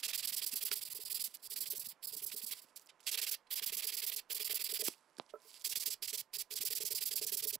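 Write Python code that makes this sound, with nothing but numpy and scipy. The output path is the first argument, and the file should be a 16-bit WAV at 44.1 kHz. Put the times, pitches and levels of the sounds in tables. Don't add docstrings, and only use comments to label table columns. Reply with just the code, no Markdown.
import sys
import numpy as np
from scipy import signal
from scipy.fft import rfft, irfft
from scipy.io import wavfile
from scipy.ndimage import uniform_filter1d

SR = 44100
rng = np.random.default_rng(int(sys.argv[2]) if len(sys.argv) > 2 else 0)


def undo_db(level):
    steps = np.asarray(level, float) / 20
    return 10 ** steps


def master_out(mix):
    frames = np.transpose(np.atleast_2d(mix))
    ceiling = np.clip(frames, -1, 1)
    pcm = np.round(ceiling * 32767).astype(np.int16)
    wavfile.write(sys.argv[1], SR, pcm)


N = 334719
TIME = np.arange(N) / SR
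HZ = np.fft.rfftfreq(N, 1 / SR) + 1

# push_s, pull_s, push_db, pull_db
ROUND_SIDE = [(.031, .081, -37.5, -41.5), (.132, .177, -38.5, -39.5), (.226, .273, -39.5, -39.5),
              (.323, .365, -38.5, -39.5), (.417, .463, -39.5, -40), (.513, .557, -40.5, -40),
              (.609, .652, -40, -40.5), (.711, .756, -37, -42), (.811, .851, -42.5, -46),
              (.901, .948, -44.5, -45.5), (1.000, 1.052, -47.5, -44.5), (1.100, 1.145, -41, -40),
              (1.196, 1.240, -38, -40.5), (1.561, 1.606, -41, -42), (1.657, 1.702, -44, -42),
              (1.750, 1.796, -45, -46), (1.844, 1.887, -47, -49), (2.027, 2.071, -46.5, -46.5),
              (2.123, 2.166, -43.5, -46.5), (2.220, 2.263, -45.5, -45), (2.315, 2.363, -47, -43.5),
              (2.417, 2.464, -45.5, -43.5)]
# push_s, pull_s, push_db, pull_db, tip_tap_db as the push sets in
FIRST_FLAT = [(3.067, 3.114, -37, -39, -79), (3.175, 3.215, -38, -39, -60.5), (3.265, 3.313, -40, -41, -73),
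              (3.507, 3.557, -43.5, -41.5, -70), (3.622, 3.661, -41.5, -41.5, -80),
              (3.722, 3.769, -42, -41, -53.5), (3.822, 3.869, -42, -40.5, -75),
              (3.92, 3.969, -43, -41, -62), (4.020, 4.065, -41.5, -41.5, -81),
              (4.117, 4.162, -44, -43.5, -67), (4.3, 4.347, -42.5, -42, -54.5),
              (4.397, 4.446, -41.5, -41, -57), (4.496, 4.544, -41, -41, -52.5),
              (4.593, 4.640, -42.5, -42, -61.5), (4.690, 4.738, -42.5, -41, -58.5)]
SECOND_FLAT = [(5.645, 5.693, -37.5, -39.5, -86), (5.756, 5.798, -37.5, -40.5, -70),
               (5.858, 5.904, -38.5, -38.5, -67), (6.024, 6.076, -42.5, -40, -61.5),
               (6.13, 6.175, -38.5, -41.5, -52.5), (6.335, 6.385, -42.5, -40.5, -66),
               (6.508, 6.557, -42.5, -39.5, -57.5), (6.608, 6.651, -39.5, -39, -58),
               (6.704, 6.752, -40, -38, -52.5), (6.804, 6.851, -39.5, -39, -46),
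               (6.906, 6.949, -38.5, -39.5, -50.5), (7.008, 7.056, -39, -40, -60.5),
               (7.11, 7.157, -39.5, -39.5, -53), (7.214, 7.266, -39, -40, -44.5),
               (7.319, 7.37, -38, -39.5, -50), (7.425, 7.471, -38, -39.5, -54)]
# start_s, length_s, start_db, end_db, body_db re grit
LONE_STROKES = [
    (0.0, 0.014, -47, -57, -10.5),
    (1.341, .017, -48, -47, -12),
    (1.43, 0.045, -53, -47.5, -20),
    (1.502, .04, -44, -41.5, -23),
    (2.51, .028, -41, -40.5, -9.5),
    (2.76, 0.018, -46, -49, -18),
    (4.791, 0.031, -41.5, -37, -14),
    (4.838, 0.048, -39.5, -34, -17.5),
    (7.527, .03, -39.5, -39.5, -19.5),
]
# time_s, push_swell_db, pull_swell_db, thick_end_body_db, thin_end_body_db
GRIP = [(0, 1, -6, -4, -8), (.35, 4.5, -9.5, -10.5, -16.5), (.65, 8, -11, -12, -18),
        (1.0, 3, -6, -15, -19.5), (1.2, 4, -11.5, -12.5, -21.5), (1.6, -3, -9, -13, -22),
        (1.9, 6, -9, -14.5, -26.5), (2.45, 5, -10.5, -17.5, -28), (3.05, -6.5, -2, -5.5, -9),
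        (3.35, 4, -6, -8.5, -10.5), (3.5, 3.5, -4, -7, -10), (4.0, 4.5, -8, -6, -13.5),
        (4.75, 4.5, -6, -8, -13), (5.6, -5, 0.5, -13, -19.5), (6.15, -3.5, -5, -12, -14.5),
        (6.35, 3, -2.5, -10, -18), (6.9, 2.5, -4, -14.5, -18), (7.5, 2, -6.5, -14.5, -21)]
# time_s, after_push_s, after_pull_s, softness (of stop and start, ratio)
TURN_RESTS = [(0, 0.014, .015, 0.76), (1.9, 0.013, 0.01, 0.94), (2.45, 0.013, 0.0061, 0.87),
              (3.05, 0.013, 0.014, 0.75), (4.8, .013, .012, 0.78), (5.6, .012, 0.018, 0.97),
              (7.5, 0.017, 0.015, 0.64)]
LONGEST_PULL_S, LAST_PULL_S = 0.0427, 0.039
BOUT_GAP_S = 0.066
PULL_THICK_DB, PULL_THIN_DB = -2.5, -3.5

# start_s, length_s, start_db, end_db, paper_db re grit
SCUFFS = [(1.278, 0.047, -63, -60, -5), (1.328, .012, -69, -66, -8), (1.359, .011, -58, -60, -2),
          (1.396, .011, -65, -65, -6), (1.421, .01, -66, -62, -2), (2.545, .057, -57, -53, -1),
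          (2.708, .04, -80, -83, -24), (2.813, .015, -70, -71, 4), (2.618, 0.032, -57.5, -65, 1),
          (2.652, 0.056, -77, -70.5, -8), (2.777, 0.08, -70, -78, 0), (2.865, 0.0069, -71, -63, 3),
          (3.004, 0.018, -56, -77, -13), (3.028, 0.048, -69, -65.5, -17), (4.884, 0.057, -50, -56, -10),
          (4.943, .048, -66, -74, -10), (4.993, .19, -78, -84, -34), (5.215, .014, -73, -74, -30),
          (5.1835, 0.002, -50, -50, -12), (5.188, 0.14, -77, -82, -34), (5.328, .016, -86, -84, 8),
          (5.345, 0.022, -81, -83, 8), (5.37, .04, -80, -78, -24), (5.41, 0.074, -74, -64, -1),
          (5.484, 0.03, -59, -59, -4), (5.518, 0.062, -60, -60, -8), (5.58, .018, -65, -66, -6),
          (5.6, 0.028, -59, -60, -4)]
# start_s, length_s, start_db, end_db
GLOVE_RUBS = [
    (.132, 0.0029, -58, -50),
    (2.317, 0.0064, -41, -54),
    (2.891, 0.014, -61, -59.5),
    (3.471, 0.005, -67, -72),
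    (5.292, 0.02, -74, -74),
    (5.298, .008, -67, -67),
    (5.555, .025, -68, -68),
]
SCUFF_SOFTNESS = 2.2
SCUFF_BODY_DB, SCUFF_BODY_SLOPE = -15, -0.084
GLOVE_BODY_DB, GLOVE_PAPER_DB = 0.5, -32
CREEP_SHARE, CREEP_SLOWER = 0.18, 3.4

# time_s, top_band_db re middle band, hollow_db
EDGE = [(0, -2.5, 0.5), (.3, 2, -2), (.8, 0.5, -5.5), (1.3, 3, -4.5), (2.45, 1.5, -5), (3.05, -2, 0),
        (3.5, 5, 1), (4.9, 3, -2), (5.6, 0, 1), (6.5, 0.5, 0.5), (7.59, 3.5, -0.5)]
# pitch_hz, level_db per Hz
GRIT = [(530, -18.5), (900, -30), (1330, -29), (1410, -28), (1980, -18.5), (3490, -8), (3800, -6.5),
        (4780, 3), (6700, -4.5), (7470, 1.5), (8960, -2.5), (11500, 2.5), (13200, -3), (15100, -0.5),
        (15850, -0.5), (16250, -24.5)]
BODY_TOP_HZ, EDGE_FROM_HZ = 3440, 11240
HOLLOW_HZ, HOLLOW_WIDTH_HZ = 6200, 1200
PAD_HZ, PAD_TILTED_HZ, PAD_WIDTH_HZ = 4900, 5900, 650

# pitch_hz, level_db, t60_s
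BOARD = [(424, 4.5, 0.066), (592, -10.5, 0.074), (245, -10, 0.03)]
ROOM_T60_S, ROOM_DB, ROOM_CUT_HZ = 0.125, -16, 3900
SCENE_CHANGES_S = 7.563
# pitch_hz, level_db
HUM = [(60, -22), (110, -28), (160, -11), (250, -7), (420, -4.5), (640, -1.5), (800, -4.5), (1020, -2),
       (1400, -5), (2300, -11), (3900, -22), (5200, -21.5), (12000, -29), (12500, -52)]
# time_s, level_db
HUM_DB = [(0, -74), (3, -74), (5.2, -74.5), (7.59, -76.5)]
# pitch_hz, level_db
FAN_LINES = [(150, -99), (900, -85), (1015, -83.5)]

# start_s, peak_db, pitch_hz
JOLTS = [(0.248, -62.5, 264), (0.532, -54.5, 245), (0.708, -60.5, 248), (2.069, -69, 137),
         (2.165, -62, 303), (2.261, -70, 117), (2.338, -61.5, 223), (2.436, -58, 225), (2.645, -68, 262),
         (3.621, -64.5, 230), (3.666, -66, 210), (3.70, -67, 200), (3.76, -68, 205), (5.771, -63, 172),
         (6.602, -60.5, 256), (6.839, -60.5, 173), (7.344, -62.5, 204), (7.45, -61, 299), (7.567, -70, 150)]
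# start_s, peak_db, pitch_hz
JOLTS_EARLY = [(0.316, -66, 223), (0.44, -66, 304)]
JOLTS_ROUND_PAUSE = [(0.984, -71, 304), (1.192, -68, 221), (1.585, -69, 288), (1.681, -68, 127),
                     (1.778, -67, 245), (1.869, -62, 213)]
JOLTS_LATE = [(5.875, -63, 253), (6.018, -67, 339), (6.125, -62, 339), (6.273, -83, 151)]
# time_s, peak_db
TURN_BUMPS = [(0, -64.5), (2.5, -60), (3.1, -80), (5.6, -63), (7.5, -59)]
THUMP_HZ, THUMP_T60_S = 152, 0.034

# start_s, peak_db
EARLY_TAPS = [(0.034, -68), (0.066, -62), (0.162, -69), (0.414, -66), (0.454, -68), (0.541, -58), (0.607, -70)]
# start_s, peak_db
TAPS = [(.636, -63), (.714, -49), (.949, -60), (.989, -55.5), (1.731, -51.5), (2.131, -55), (2.218, -62),
        (2.247, -58), (2.344, -55), (3.139, -60), (3.615, -58), (3.846, -57), (3.943, -62), (4.031, -56),
        (4.406, -52), (4.53, -55), (4.725, -48.5), (4.794, -49), (4.821, -43.5), (5.45, -66),
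        (5.667, -63.5), (6.367, -66), (6.408, -70), (6.522, -59), (6.543, -58), (7.082, -70), (7.251, -55),
        (7.291, -69), (5.877, -57), (6.634, -54), (6.834, -51.5), (6.938, -56), (7.138, -55.5),
        (7.354, -58), (7.454, -48.5), (7.529, -52)]
# start_s, peak_db, pitch_hz, t60_s
KNOCKS = [(0.7159, -22, 4960, 0.0051), (.7150, -26.5, 2330, 0.0039), (0.717, -36, 1425, 0.011),
          (4.8821, -25, 3100, 0.002), (4.8824, -28, 338, 0.013), (4.8832, -37, 1050, 0.0079),
          (5.185, -40, 300, 0.01), (5.198, -20, 875, 0.0029), (5.1980, -20, 2300, 0.0008),
          (5.1978, -37, 3900, .004), (5.1835, -50, 1600, .008), (5.338, -43, 428, 0.075),
          (5.3367, -41.5, 592, 0.053), (5.338, -49, 1310, 0.069), (5.338, -54, 1000, .03),
          (5.3560, -50, 1335, 0.045), (5.3560, -53, 425, 0.07), (5.356, -55, 600, .06),
          (5.355, -61, 1110, .035), (2.319, -40, 2300, .006), (7.5570, -46, 248, 0.013),
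          (7.556, -49, 595, 0.014)]
# start_s, peak_db, centre_hz
TICKS = [(1.3703, -52, 8000), (2.662, -68, 8000), (2.671, -68, 6000), (2.686, -68, 4600),
         (2.785, -62, 9000), (2.805, -65, 9000), (2.813, -63, 7000), (2.8671, -60, 10000),
         (2.872, -60, 7000), (3.0033, -60, 5200), (3.0297, -62, 5700), (3.046, -62, 7000),
         (3.051, -62, 6000), (4.938, -57, 4500), (4.946, -61, 4000), (4.981, -68, 7000), (4.99, -66, 6500),
         (5.008, -68, 6500), (5.0994, -69, 6000), (5.107, -71, 7500), (5.132, -72, 6500),
         (5.1518, -72, 8000), (5.1832, -52, 7900), (5.4471, -63, 11000), (5.485, -54, 11000),
         (5.505, -54, 7000), (5.515, -56, 6000), (5.6128, -53, 5100), (2.796, -51, 10700),
         (2.82, -58, 11200), (2.8604, -57, 11100), (2.9955, -65, 5100), (3.038, -63.5, 4600),
         (5.168, -57.5, 4900), (5.2634, -65, 5470), (5.392, -69, 7000), (5.402, -65, 5500),
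         (5.4186, -60, 8000), (5.5415, -47, 6100), (5.596, -51, 8500), (5.620, -48, 9000)]

BASS_CUT_HZ = 90
LEFT_DB, RIGHT_DB = -6.4, 3.63


def rms_one(x):
    return x / np.sqrt(np.mean(x ** 2) + 1e-20)


def colour(spectrum):
    hz, level_db = np.transpose(spectrum)
    return undo_db(np.interp(np.log(HZ), np.log(hz), level_db))


def drift(rate_hz):
    r = np.exp(-2 * np.pi * rate_hz / SR)
    noise = rng.standard_normal(N + SR)
    return rms_one(signal.lfilter([1], [1, -2 * r, r * r], noise)[SR:])


def ring(clicks, hz, t60):
    r, w = undo_db(-60 / (t60 * SR)), 2 * np.pi * hz / SR
    return signal.lfilter([0, np.sin(w)], [1, -2 * r * np.cos(w), r * r], clicks + 1e-18)


def add(out, s, size, hz, t60, soft_s):
    at = round(s * SR)
    t = TIME[:min(N - at, round(t60 * SR))]
    swing = np.sin(2 * np.pi * hz * t) * undo_db(-60 * t / t60)
    out[at:at + len(t)] += size * swing * -np.expm1(-t / soft_s)


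def catches(per_s, spread_db):
    sizes = undo_db(spread_db * np.minimum(rng.exponential(1, N), 5)) * rng.choice([-1, 1], N)
    return rms_one(sizes * (rng.random(N) < per_s / SR))


def strokes():
    # start_s, length_s, start_db, end_db, body_start_db, body_end_db
    rows = [(*row, row[-1]) for row in LONE_STROKES]
    cycles = [*ROUND_SIDE, *FIRST_FLAT, *SECOND_FLAT]
    starts = np.sort([row[0] for row in cycles + LONE_STROKES])
    grip_s, *grip = np.transpose(GRIP)
    rest_s, *rests, _ = np.transpose(TURN_RESTS)
    for push_s, pull_s, push_db, pull_db, *_ in cycles:
        push_swell, pull_swell, thick_db, thin_db = (np.interp(pull_s, grip_s, column) for column in grip)
        push_rest, pull_rest = (np.interp(pull_s, rest_s, column) for column in rests)
        wait = starts[np.searchsorted(starts, pull_s)] - pull_s
        push_length = pull_s - push_s - push_rest
        pull_length = min(wait - pull_rest, LONGEST_PULL_S) if wait < BOUT_GAP_S else LAST_PULL_S
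        rows.append((push_s, push_length, push_db - push_swell / 2, push_db + push_swell / 2,
                     thick_db, thin_db))
        rows.append((pull_s, pull_length, pull_db - pull_swell / 2, pull_db + pull_swell / 2,
                     thin_db + PULL_THIN_DB, thick_db + PULL_THICK_DB))
    return sorted(rows)


def scuffs():
    rows = []
    for s, length, start_db, end_db, paper_db in SCUFFS:
        body_db = SCUFF_BODY_DB + SCUFF_BODY_SLOPE * ((start_db + end_db) / 2 + 62)
        rows.append((s, length, start_db, end_db, body_db, body_db, paper_db, SCUFF_SOFTNESS))
    for row in GLOVE_RUBS:
        rows.append((*row, GLOVE_BODY_DB, GLOVE_BODY_DB, GLOVE_PAPER_DB, SCUFF_SOFTNESS))
    return rows


def pressure(rise_s, fall_s, bulge_db, sharpen, lean):
    pad, paper, body, loose = np.zeros((4, N))
    firm = [(*row, 0, 1) for row in strokes()]
    turns = np.transpose(TURN_RESTS)
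    for s, length, start_db, end_db, body_start_db, body_end_db, paper_db, soft in firm + scuffs():
        uphill = undo_db(np.clip(lean * (end_db - start_db), -6, 6))
        softness = soft * np.interp(s, turns[0], turns[-1])
        rise, fall = rise_s * uphill * softness, fall_s / uphill * softness
        span = slice(max(0, int((s - 24 * rise) * SR)), min(N, int((s + length + 24 * fall) * SR)))
        t = TIME[span] - s
        along = np.clip(t / length, 0, 1)
        edges = 0
        creep_slower = CREEP_SLOWER if soft == 1 else 1
        for share, slower in ((1 - CREEP_SHARE, 1), (CREEP_SHARE, creep_slower)):
            onset = 1 + np.exp(-t / rise / slower)
            stop = 1 + np.exp((t - length) / fall / slower)
            edges = edges + share / onset / stop
        gain = edges * undo_db(start_db + (end_db - start_db) * along + bulge_db * np.sin(np.pi * along))
        pad[span] += gain
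        loose[span] += gain * (soft != 1)
        paper[span] += gain * undo_db(paper_db + sharpen * (end_db - start_db) * (along - 0.5))
        travel = np.clip(2 * along - 0.5, -0.3, 1.3)
        body[span] += gain * undo_db(body_start_db + (body_end_db - body_start_db) * travel)
    return pad, paper, body, loose


def sanding(pad, paper, body, loose):
    s, edge_db, hollow_db = np.transpose(EDGE)
    edge, hollow = undo_db(np.interp(TIME, s, edge_db)), undo_db(np.interp(TIME, s, hollow_db))
    low = 1 / (1 + (HZ / BODY_TOP_HZ) ** 8)
    high = 1 / (1 + (EDGE_FROM_HZ / HZ) ** 14)
    shape = colour(GRIT)
    grit = rfft(catches(per_s=18000, spread_db=2.3)) * shape
    upper_rms = np.sqrt(np.mean((shape * (1 - low)) ** 2))

    mid_band = grit * (1 - low - high)
    middle = irfft(mid_band, N) / upper_rms
    dip = np.exp(-((HZ - HOLLOW_HZ) / HOLLOW_WIDTH_HZ) ** 2)
    middle -= (1 - hollow) * irfft(mid_band * dip, N) / upper_rms
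    grip = drift(4.5)
    for hz, swing_db in ((PAD_HZ, 2.16), (PAD_TILTED_HZ, -1.5)):
        peak = np.exp(-((HZ - hz) / PAD_WIDTH_HZ) ** 2)
        middle += (undo_db(swing_db * grip) - 1) * irfft(grit * peak, N) / upper_rms

    grains = rfft(catches(per_s=900, spread_db=4.0))
    crackle = rms_one(irfft(grains * shape * (1 - 0.97 * high), N))
    bright = irfft(grit * high, N) / upper_rms
    dull = rms_one(irfft(grit * low / (1 + (700 / HZ) ** 4), N))

    uneven = 0.8 * drift(150)
    crackling = undo_db(-11) * uniform_filter1d(loose, size=SR // 70) * crackle
    through_pad = pad * middle * undo_db(uneven + 0.75 * drift(51) - 1.08)
    through_paper = paper * edge * bright * undo_db(uneven + 1.2 * drift(60) + 1.9 * drift(17))
    through_stick = body * dull * undo_db(uneven + 2.8 * drift(87) + 2.05)
    return crackling + through_pad + through_paper + through_stick


def board_drone(pad):
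    shake = pad * rng.standard_normal(N) * undo_db(3.5 * drift(15))
    return undo_db(-59.5) * sum(undo_db(level_db) * ring(shake, hz, t60) for hz, level_db, t60 in BOARD)


def room(x):
    t = TIME[:SR // 2]
    tail = rng.standard_normal(len(t)) * undo_db(-60 * t / ROOM_T60_S) * np.clip(t / 0.00087, 0, 1)
    tail = signal.sosfilt(signal.butter(1, ROOM_CUT_HZ, fs=SR, output="sos"), tail)
    tail = tail / np.sqrt(np.sum(tail ** 2))
    return undo_db(ROOM_DB) * signal.fftconvolve(x, tail)[:N] * (TIME < SCENE_CHANGES_S)


def hum():
    air = rms_one(irfft(rfft(rng.standard_normal(N)) * colour(HUM), N))
    air = air * undo_db(np.interp(TIME, *np.transpose(HUM_DB)) + 0.42 * drift(1.3))
    wide = rng.standard_normal(N)
    return air + sum(undo_db(level_db) * rms_one(ring(wide, hz, 0.22)) for hz, level_db in FAN_LINES)


def thumps():
    out = np.zeros(N)
    for s, peak_db, hz in JOLTS + JOLTS_EARLY + JOLTS_ROUND_PAUSE + JOLTS_LATE:
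        add(out, s, undo_db(peak_db + 9.5), hz, THUMP_T60_S, soft_s=0.0015)
    turns = [s + length for s, length, *_ in strokes()]
    for s, (size, pitch) in zip(turns, rng.standard_normal((len(turns), 2))):
        peak_db = np.interp(s, *np.transpose(TURN_BUMPS)) + 4 * min(size, 1)
        add(out, s, undo_db(peak_db), THUMP_HZ * undo_db(3 * pitch), THUMP_T60_S, soft_s=0.002)
    return out


def taps():
    hits = sorted(TAPS + EARLY_TAPS + [(row[0], row[-1]) for row in FIRST_FLAT + SECOND_FLAT])
    out = np.zeros(N)
    for (s, peak_db), luck in zip(hits, rng.standard_normal((len(hits), 6))):
        bounce = (0.013 + 0.00272 * luck[3], -11 + 4.0 * min(luck[4], 1))
        for delay, bounce_db in ((0, 0), bounce):
            for k, (hz, level_db, t60) in enumerate(BOARD):
                size = undo_db(peak_db + level_db + bounce_db + 3 * min(k, 1) * luck[k])
                damped_t60 = t60 * undo_db(1.8 * luck[0] + 0.3)
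                mode_hz = hz * (1 + 0.025 * luck[5])
                add(out, min(s + delay, TIME[-1]), size, mode_hz, damped_t60, soft_s=0.0014)
    return out


def knocks():
    out = np.zeros(N)
    for s, peak_db, hz, t60 in KNOCKS:
        add(out, s, -undo_db(peak_db + 3), hz, t60, soft_s=max(0.3 / hz, t60 / 45))
    for (s, peak_db, hz), grains in zip(TICKS, rng.random((len(TICKS), 4, 3))):
        for late, size, pitch in grains:
            grain_hz = min(hz * undo_db(10.0 * (pitch - 0.5)), 13000)
            grain_size = undo_db(peak_db + 10.5 - 4.7 * size)
            add(out, s + 0.0013 * late, grain_size, grain_hz, 11.0 / grain_hz, soft_s=0.41 / grain_hz)
    return signal.sosfilt(signal.butter(3, 170, "high", fs=SR, output="sos"), out)


def scene():
    gains = pressure(rise_s=0.0012, fall_s=0.0011, bulge_db=-0.26, sharpen=0.28, lean=0.53)
    scrape = sanding(*gains)
    table = taps() + thumps() + knocks() + board_drone(gains[0])
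    mix = scrape + table + room(scrape + undo_db(-7.5) * table) + hum()
    return mix * undo_db(np.array([[LEFT_DB], [RIGHT_DB]]))


def band_limit(x):
    return signal.sosfilt(signal.butter(12, 16820, fs=SR, output="sos"), x)


def record(dry):
    cut = signal.sosfilt(signal.butter(3, BASS_CUT_HZ, "high", fs=SR, output="sos"), dry)
    cut = signal.sosfilt(signal.cheby2(14, 60, 16300, fs=SR, output="sos"), cut)
    rumble_band = signal.butter(2, [20, 38], "band", fs=SR, output="sos")
    rumble = signal.sosfilt(rumble_band, rng.standard_normal((3, N)))
    rumble = rms_one(rumble[0] * [[0.7], [1]] + 0.32 * rumble[1:])
    rubbing = rms_one(uniform_filter1d(np.abs(dry[-1]), size=SR // 10))
    shaking = undo_db(-17) + np.clip(rubbing, 0, 1.2)
    return band_limit(cut + undo_db(-88) * shaking * rumble)


dry = scene()
out = record(dry)
master_out(out)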